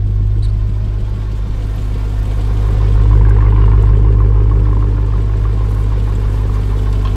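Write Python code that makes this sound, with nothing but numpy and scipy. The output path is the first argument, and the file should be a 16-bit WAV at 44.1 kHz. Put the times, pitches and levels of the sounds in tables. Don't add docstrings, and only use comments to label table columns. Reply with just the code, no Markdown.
import sys
import numpy as np
from scipy import signal
from scipy.fft import rfft, irfft
from scipy.io import wavfile

SR = 44100
rng = np.random.default_rng(int(sys.argv[2]) if len(sys.argv) > 2 else 0)


def unload_wav(signal):
    wavfile.write(
        sys.argv[1],
        SR,
        np.round(np.clip(np.atleast_2d(signal).T, -1, 1) * 32767).astype(np.int16),
    )


N = 315740
TIME = np.arange(N) / SR
HZ = np.fft.rfftfreq(N, 1 / SR)

# time_s, firings_per_s
IDLE_SPEED = [(0, 50.55), (0.3, 51.39), (1, 51.56), (2.3, 50.77), (3, 51.46), (4.8, 51.27), (5.1, 50.92),
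              (5.6, 51.64), (6.15, 50.5), (6.6, 50.52), (6.9, 49.8), (7.16, 49.61)]
# thump_at_firings, thump_db, bark_at_firings, bark_db
CYLINDER_LOWS = [(.25, .6, .44, -1.4), (1.64, -.5, 1.6, 3.3), (2.34, -3.3, 2.37, 4.1),
                 (3.46, 4.9, 3.69, 3.3), (4.62, 6, 4.76, -.3), (5.39, -4.4, 5.74, -4.2),
                 (6.4, -8, 6.81, -3.4), (7.31, -3.6, 7.48, 1)]
# puff_at_firings, puff_db, rasp_db, tick_db
CYLINDER_HIGHS = [(.25, 0, -5, -10), (1.36, -2.5, 1, -16), (2.44, -3.5, -3, -3), (3.38, -8, -5, 0),
                  (4.46, -1, -4, -12), (5.44, -4, -6, -2), (6.40, -5, -1, -5), (7.32, 1.5, -3, -14)]

# time_s, level_db
PIPES_NEAR = [(0, -11.5), (1.5, -8.5), (2.1, -7), (2.55, -5), (2.85, -3), (3.15, -1.3), (3.7, -1),
              (4.6, -2.5), (5.1, -4), (6.4, -4.5), (7.16, -4.5)]
BAY_OPEN = [(0, -8.5), (1.7, -1), (2.75, 1.5), (2.95, 1.5), (3.3, -4), (3.8, -3.5), (4.25, -7.5), (5.2, -3),
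            (5.8, -1.5), (7.16, 1)]
PANEL_HUM_FADER = [(0, -54), (1.7, -41), (1.95, -32.5), (2.65, -36.5), (3, -43), (5.1, -45), (5.9, -39),
                   (6.2, -37), (7.16, -34.5)]
BUFFET_FADER = [(0, -21.5), (1.3, -26), (2.2, -24), (2.7, -27), (3.4, -24.5), (5, -30), (7.16, -28)]

# at_pipes_db, db_per_nearness_db, cabin_db, doorway_db, in_line_db
BOOM_MIX = (-6.5, 1.83, 8.5, 3, -0.5)
OCTAVE_MIX = (-10.5, 1.8248, 12.5, 2, -0.5)
BURBLE_MIX = (-21.5, 1.93, 6.5, 1.5, -1)
BARK_MIX = (-26, 2.34, 1, -1, -2.5)
PUFFS_MIX = (-37, 1.0, -4, -4.5, 2.5)
RASP_MIX = (-44.5, 0.5, -20, -4, 6.5)

# pitch_hz, width_hz, gain_db
PIPE_MODES = [(63.5, 7.2, 14.5), (106, 51, -1), (115.6, 6, 2), (140.4, 7.6, 2.5), (153.6, 14, 8.5),
              (179, 37.5, -4), (218.3, 6.3, -9), (238.3, 4.6, 1.5), (294.3, 5.5, 8)]
MUFFLER_MODES = [(335.3, 32.5, -9.5), (386, 75, -3.5), (422.4, 48, -12), (462.4, 20.6, -7.5)]
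TIP_MODES = [(930, 250, 5.5), (1038, 76, 9.5), (1188, 53, -5.5), (1397, 8.7, -1.5)]
WHISTLE_MODES = [(1670, 290, 2), (2173, 260, -3.5), (2816, 200, -5.5)]
METAL_MODES = [(1078, 35, 1), (1406, 11, 2), (1551, 120, -6.5), (1797, 30, -4), (2187, 11, -6),
               (3090, 46, -10.5), (3550, 110, -11)]
CABIN_MODES = [(134.3, 39, -2), (165.3, 23, -2.5), (193, 6.4, 1.5), (265, 8.4, -22.5), (298, 26, -16),
               (346, 30, -13.5)]
DOOR_MODES = [(186.8, 17, -7.5), (249.8, 12, -4.5), (309, 9.5, -20), (388.6, 14, -9), (432.8, 12, -4.5)]
BUMP_MODES = [(330, 54, 0)]
SQUEAK_MODES = [(1670, 500, 1), (2700, 700, -2), (3950, 1000, 1), (8400, 3800, -10)]
FLANK_MODES = [(295, 2.4, 0)]
CLACK_MODES = [(2750, 450, 5), (3200, 600, 9), (3900, 800, 1), (5000, 1200, -9)]

# frequency_hz, density_db
FLOW_COLOUR = [(40, -36), (130, 11.5), (200, 5), (300, -4), (420, 3.5), (520, -11), (680, -15.5),
               (900, -18.5), (1300, -29.5), (2200, -26.5), (5000, -63)]
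RASP_COLOUR = [(500, -30.5), (1100, 12), (1350, 9), (1600, 3.5), (2100, 1.5), (2900, -6), (4000, -26.5),
               (7000, -31.5), (15000, -53)]
TICK_COLOUR = [(2000, 4.5), (3200, 14.5), (4000, 6), (4800, 3), (6200, -11), (7100, -0.5), (7900, 4),
               (9200, -8.5), (11000, -15), (12300, -9.5), (13500, -25.5), (15500, -27)]
HISS_COLOUR = [(100, -25), (500, 10.5), (800, 6), (1250, 1), (1800, -6.5), (2300, -4.5), (3300, -10),
               (4200, -10), (4900, -11), (6000, -17), (8000, -41.5), (11000, -46), (16000, -46.5)]
FIZZ_COLOUR = [(3000, -18), (6000, 2), (7500, 1), (10000, -4), (11200, -6.5), (12300, -5), (13800, -10),
               (16000, -5.5)]
BUFFET_COLOUR = [(4, -35), (14, -12), (22, -4), (31, 0), (42, -4), (52, -6), (65, -15), (110, -22),
                 (200, -28), (400, -45), (1500, -90)]
CLOTH_COLOUR = [(1500, -23), (4000, -8), (8000, 8), (12500, 6), (15500, -2)]

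# start_s, length_s, top_pitch_hz, top_at_fraction, level_db
CHIRPS = [(.421, .031, 4550, .55, -36), (.441, .026, 4300, .3, -37), (.474, .034, 4520, .7, -46)]
# start_s, level_db, pitch_hz, width_hz
CLICKS = [(1.315, -45, 4800, 700), (1.759, -46, 12600, 2500), (1.82, -44, 7200, 400),
          (2.252, -42, 7600, 700), (3.294, -41, 7500, 6500), (3.49, -52, 12500, 4000),
          (3.824, -43, 7500, 6000), (5.37, -48, 7500, 700), (5.838, -47, 7400, 700),
          (6.152, -40, 7500, 900), (6.3, -47, 8000, 2000), (6.927, -34, 3500, 3000),
          (6.928, -42, 8500, 6000)]
# start_s, length_s, level_db
RUSTLES = [(1.623, 0.67, -60), (2.218, 0.55, -59.5), (5.667, 0.19, -54), (5.96, 1.15, -59)]
# start_s, level_db, pitch_hz
POPS = [(3.055, -24, 950), (3.131, -22.5, 1060), (3.153, -34, 1510), (3.176, -30, 980), (3.21, -21.5, 960),
        (3.25, -26, 1590), (3.265, -26, 1030), (3.307, -24.5, 1540), (3.363, -25, 840), (3.366, -33, 1870),
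        (3.385, -19.5, 970), (3.406, -28.5, 1760), (3.423, -18, 1095), (3.463, -31, 2090),
        (3.482, -22.5, 1015), (3.524, -23.5, 926), (3.559, -24, 970), (3.58, -36, 1050), (3.616, -26, 1010),
        (3.638, -18.5, 1030), (3.641, -34, 2830), (3.679, -20, 920), (3.716, -22, 920), (3.834, -22.5, 940),
        (3.891, -27, 1110), (4.046, -29, 1070), (4.203, -23, 1084), (4.514, -28, 1120), (4.667, -25, 1040),
        (4.729, -23.5, 1060), (4.768, -22, 980), (4.825, -22.5, 1037), (4.982, -24.5, 1070),
        (5.137, -26, 1160), (5.295, -25, 1080), (5.452, -22.5, 1160), (6.496, -24.5, 1110)]
# start_s, level_db
CLACKS = [(7.0512, -30), (7.054, -27), (7.059, -35), (7.0732, -30), (7.0815, -34)]
# pitch_hz, level_db, t60_s
PANEL_PARTIALS = [(1075, 0, .06), (1240, -4, .04), (1610, -8, .03)]
# delay_ms, drift_ms
ECHOES = [(3.401, 0.702), (5.5, 0.955)]

CYCLE = len(CYLINDER_HIGHS)
IN_CABIN = np.interp(TIME, (.3, 1.45), (1, 0))
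IN_DOORWAY = np.interp(TIME, (1.7, 3.3), (1, 0))
IN_LINE = np.exp(-((TIME - 3.48) / .42) ** 2)
AT_FLANK = np.exp(-((TIME - 4.7) / .7) ** 2)
BACK_AT_DOOR = np.interp(TIME, (5.6, 6.3), (0, 1))


def amp(db):
    return 10 ** (np.asarray(db) / 20)


def unit(x):
    return x / np.sqrt(np.mean(x ** 2) + 1e-20)


def curve(points):
    return np.interp(TIME, *np.transpose(points))


def add(mix, start_s, sound):
    part = mix[round(start_s * SR):][:len(sound)]
    part += sound[:len(part)]


def noise(colour):
    hz, db = np.transpose(colour)
    gain = amp(np.interp(np.log(HZ + 1), np.log(hz), db))
    return unit(irfft(rfft(rng.standard_normal(N)) * gain, N))


def waver(rate_hz):
    return unit(irfft(rfft(rng.standard_normal(N)) * np.exp(-(HZ / rate_hz) ** 2), N))


def ring(x, modes):
    return sum(amp(db) * signal.lfilter(*signal.iirpeak(hz, hz / width, SR), x)
               for hz, width, db in modes)


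def bloom(x, modes):
    return sum(amp(db) * ring(ring(x, [(hz, width, 0)]), [(hz, width, 0)]) for hz, width, db in modes)


def burst(modes, t60_s):
    t = TIME[:SR // 10]
    tone = unit(bloom(rng.standard_normal(len(t)), modes))
    return tone * amp(-60 * t / t60_s) * (1 - np.exp(-t / .00014))


def strokes(firings, arrival, level_db, scatter_db, jitter_firings):
    cycle_starts = np.arange(firings[-1] // CYCLE + 1)[:, None] * CYCLE
    late, loud = rng.standard_normal((2, len(cycle_starts), CYCLE))
    due = cycle_starts + arrival + jitter_firings * late
    at = np.interp(due, firings, np.arange(N), left=-1, right=-1).astype(int)
    return np.bincount(at[at >= 0], amp(level_db + scatter_db * loud)[at >= 0], N)


def gate(impulses, rise_s, fall_s):
    t = TIME[:SR // 10]
    return unit(signal.oaconvolve(impulses, (1 - np.exp(-t / rise_s)) * np.exp(-t / fall_s))[:N])


def throb(firings, period, crest, depth_db):
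    return amp(depth_db * np.cos(2 * np.pi * (firings - crest) / period))


def hum(firings, harmonic):
    return amp(1.85 * waver(3.1)) * np.sin(2 * np.pi * (harmonic * firings + .03 * waver(3.2)))


def flutter(x, depth_s=.0004):
    return np.interp(TIME + depth_s * waver(25), TIME, x)


def perspective(mix):
    db, slope, cabin_db, doorway_db, in_line_db = mix
    place_db = cabin_db * IN_CABIN + doorway_db * IN_DOORWAY + in_line_db * IN_LINE
    return amp(db + slope * curve(PIPES_NEAR) + place_db)


def outdoors(x, ground=.28, side=.41):
    delays_s = [(ms + drift_ms * waver(.5)) / 1000 for ms, drift_ms in ECHOES]
    off_ground, off_side = (np.interp(TIME - delay, TIME, x) for delay in delays_s)
    return (x + ground * off_ground + side * off_side) / np.sqrt(1 + ground ** 2 + side ** 2)


def cabin_reverb(x, wet_db, t60_s):
    t = TIME[:SR // 6]
    tail = rng.standard_normal(len(t)) * amp(-60 * t / t60_s)
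    return x + amp(wet_db) * signal.oaconvolve(x, tail / np.linalg.norm(tail))[:N]


def bark(firings):
    _, _, bark_at, bark_db = np.transpose(CYLINDER_LOWS)
    pulses = strokes(firings, bark_at, bark_db, scatter_db=.7, jitter_firings=.003)
    return perspective(BARK_MIX) * unit(bloom(pulses, MUFFLER_MODES))


def burble(firings, thumps, flow_db=-10.5):
    pipes = unit(bloom(thumps, PIPE_MODES))
    flow = noise(FLOW_COLOUR) * throb(firings, period=1, crest=.53, depth_db=12)
    lope = throb(firings, CYCLE, crest=3.3, depth_db=.7 + 2 * IN_DOORWAY)
    return perspective(BURBLE_MIX) * (pipes + amp(flow_db) * flow) * lope


def puffs(firings, flank_db=2):
    puff_at, puff_db, _, _ = np.transpose(CYLINDER_HIGHS)
    knocks = strokes(firings, puff_at, puff_db, scatter_db=.8, jitter_firings=.02)
    gas = gate(knocks, rise_s=.001, fall_s=.012) * rng.standard_normal(N)
    tips = bloom(unit(knocks) + 1.1 * gas, TIP_MODES)
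    lope = throb(firings, CYCLE, crest=.2, depth_db=1.2)
    return perspective(PUFFS_MIX) * amp(flank_db * AT_FLANK) * flutter(unit(tips * lope))


def rasp(firings, whistle_db=-3.5):
    puff_at, _, rasp_db, _ = np.transpose(CYLINDER_HIGHS)
    whistle = flutter(unit(bloom(rng.standard_normal(N), WHISTLE_MODES)))
    pulses = strokes(firings, puff_at + .071, rasp_db, scatter_db=1.5, jitter_firings=.07)
    gas = unit(noise(RASP_COLOUR) + amp(whistle_db) * whistle)
    return perspective(RASP_MIX) * outdoors(gate(pulses, rise_s=.0025, fall_s=.009) * gas)


def boom(firings):
    lead = .17 - .015 * curve(PIPES_NEAR)
    fundamental = perspective(BOOM_MIX) * np.cos(2 * np.pi * (firings + lead))
    octave = perspective(OCTAVE_MIX) * np.cos(4 * np.pi * (firings + .066))
    lope = 1 + .026 * np.sin(2 * np.pi * firings / CYCLE)
    unsteady = amp(.25 * waver(8) + .15 * waver(30))
    return np.sqrt(2) * (fundamental + octave) * lope * unsteady


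def engine_bay(firings):
    open_db = curve(BAY_OPEN)
    fire_at, _, _, tick_db = np.transpose(CYLINDER_HIGHS)
    taps = strokes(firings, fire_at, tick_db, scatter_db=1.5, jitter_firings=.05)
    ticks = amp(-50.5 + 1.08 * open_db) * gate(taps, rise_s=.001, fall_s=.014) * noise(TICK_COLOUR)
    hiss = amp(-38.5 + open_db + 1.2 * waver(28)) * noise(HISS_COLOUR)
    lowpass = signal.butter(4, 4770, fs=SR, output="sos")
    metal = unit(signal.sosfilt(lowpass, ring(rng.standard_normal(N), METAL_MODES)))
    chatter = amp(-47.5 + open_db) * metal * throb(firings, CYCLE, crest=.3, depth_db=2.5)
    fizz_db = -55 + 1.12 * open_db - 4 * IN_LINE + .66 * BACK_AT_DOOR + 2 * waver(45)
    return chatter + outdoors(hiss + amp(fizz_db) * noise(FIZZ_COLOUR) + ticks)


def cabin_drone(firings, thumps):
    lope = throb(firings, CYCLE, crest=3.2, depth_db=4.5)
    air = unit(bloom(thumps, CABIN_MODES) * lope)
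    return amp(-45 + 10.7 * IN_DOORWAY) * (air + amp(-6.5) * hum(firings, harmonic=7))


def door_drone(firings, thumps):
    level_db = -44.5 + .82 * curve(BAY_OPEN) + 6.5 * BACK_AT_DOOR
    panels = amp(level_db) * unit(bloom(thumps, DOOR_MODES))
    return panels + amp(curve(PANEL_HUM_FADER)) * hum(firings, harmonic=5)


def buffet():
    return amp(curve(BUFFET_FADER)) * noise(BUFFET_COLOUR)


def bump(start_s=.36, level_db=-29):
    out = np.zeros(N)
    add(out, start_s, amp(level_db) * burst(BUMP_MODES, t60_s=.16))
    return out


def squeak(arch=.3, roughness=.022, overtone_db=-4, scrape_db=-2, gain_db=2):
    out = np.zeros(N)
    unsteady = 1 + roughness * waver(600)
    scrape = amp(scrape_db) * rng.standard_normal(N)
    for start_s, length_s, top_hz, top_at, db in CHIRPS:
        during = (TIME >= start_s) & (TIME < start_s + length_s)
        progress = np.linspace(0, 1, during.sum())
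        pitch_hz = top_hz * (1 - arch * (2 * (progress - top_at)) ** 2) * unsteady[during]
        phase = 2 * np.pi * np.cumsum(pitch_hz) / SR
        tone = np.sin(phase) + amp(overtone_db) * np.sin(2 * phase)
        envelope = np.sqrt(4 * progress * (1 - progress))
        add(out, start_s, amp(db) * envelope * (tone + scrape[during]))
    return cabin_reverb(amp(gain_db) * bloom(out, SQUEAK_MODES), wet_db=-8, t60_s=.07)


def clicks():
    out = np.zeros(N)
    for start_s, db, hz, width in CLICKS:
        add(out, start_s, amp(db) * burst([(hz, width, 0)], t60_s=.035))
    return out


def rustle(grains_per_s=700, fade_s=.027):
    grains = rng.random(N) < grains_per_s / SR
    strength = amp(2.5 * np.minimum(rng.exponential(1, N), 3.5))
    level = sum(amp(db) * np.clip(np.minimum(TIME - start_s, start_s + length_s - TIME) / fade_s, 0, 1)
                for start_s, length_s, db in RUSTLES)
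    return level * gate(grains * strength, rise_s=.0002, fall_s=.002) * noise(CLOTH_COLOUR)


def pops(length_s=.0085, ring_s=.011, ring_db=-14, spit_db=-15, gain_db=-1.5):
    out, t = np.zeros(N), TIME[:SR // 20]
    gas = amp(spit_db) * noise(RASP_COLOUR)
    age = 3 * t / length_s
    hit = age ** 2 * np.exp(2 * (1 - age))
    tail = amp(ring_db) * (1 - np.exp(-age)) * np.exp(-t / ring_s)
    for start_s, db, hz in POPS:
        tone = np.sin(2 * np.pi * (hz * t + rng.random()))
        spit = gas[round(start_s * SR):][:len(t)]
        add(out, start_s - .001, amp(db + gain_db) * (hit + tail) * (tone + spit))
    return out


def flank_drone(thumps, level_db=-41.5):
    return amp(level_db) * AT_FLANK * unit(bloom(thumps, FLANK_MODES))


def clacks(panel_db=2):
    out, t = np.zeros(N), TIME[:SR // 10]
    panel = sum(amp(db - 60 * t / t60_s) * np.sin(2 * np.pi * hz * t) for hz, db, t60_s in PANEL_PARTIALS)
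    for start_s, db in CLACKS:
        add(out, start_s, amp(db) * (burst(CLACK_MODES, t60_s=.024) + amp(panel_db) * panel))
    return cabin_reverb(out, wet_db=-6, t60_s=.16)


def scene(hunt_hz=2.17, hunt_firings=.016, hunt_crest_s=3.27):
    hunt = hunt_firings * np.cos(2 * np.pi * hunt_hz * (TIME - hunt_crest_s))
    firings = np.cumsum(curve(IDLE_SPEED)) / SR + hunt
    thump_at, thump_db, _, _ = np.transpose(CYLINDER_LOWS)
    thumps = strokes(firings, thump_at, thump_db, scatter_db=.7, jitter_firings=.004)
    exhaust = bark(firings) + burble(firings, thumps) + puffs(firings) + rasp(firings) + boom(firings)
    bay = engine_bay(firings)
    drones = cabin_drone(firings, thumps) + door_drone(firings, thumps) + flank_drone(thumps)
    bed = exhaust + bay + drones + buffet()
    spots = bump() + squeak() + clicks() + rustle() + pops() + clacks()
    return (bed + spots)[None]


def record(dry):
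    lowpass = signal.firwin(511, 15720, window=("kaiser", 9), fs=SR)
    return signal.oaconvolve(dry, lowpass[None], "same")


dry = scene()
out = record(dry)
unload_wav(out)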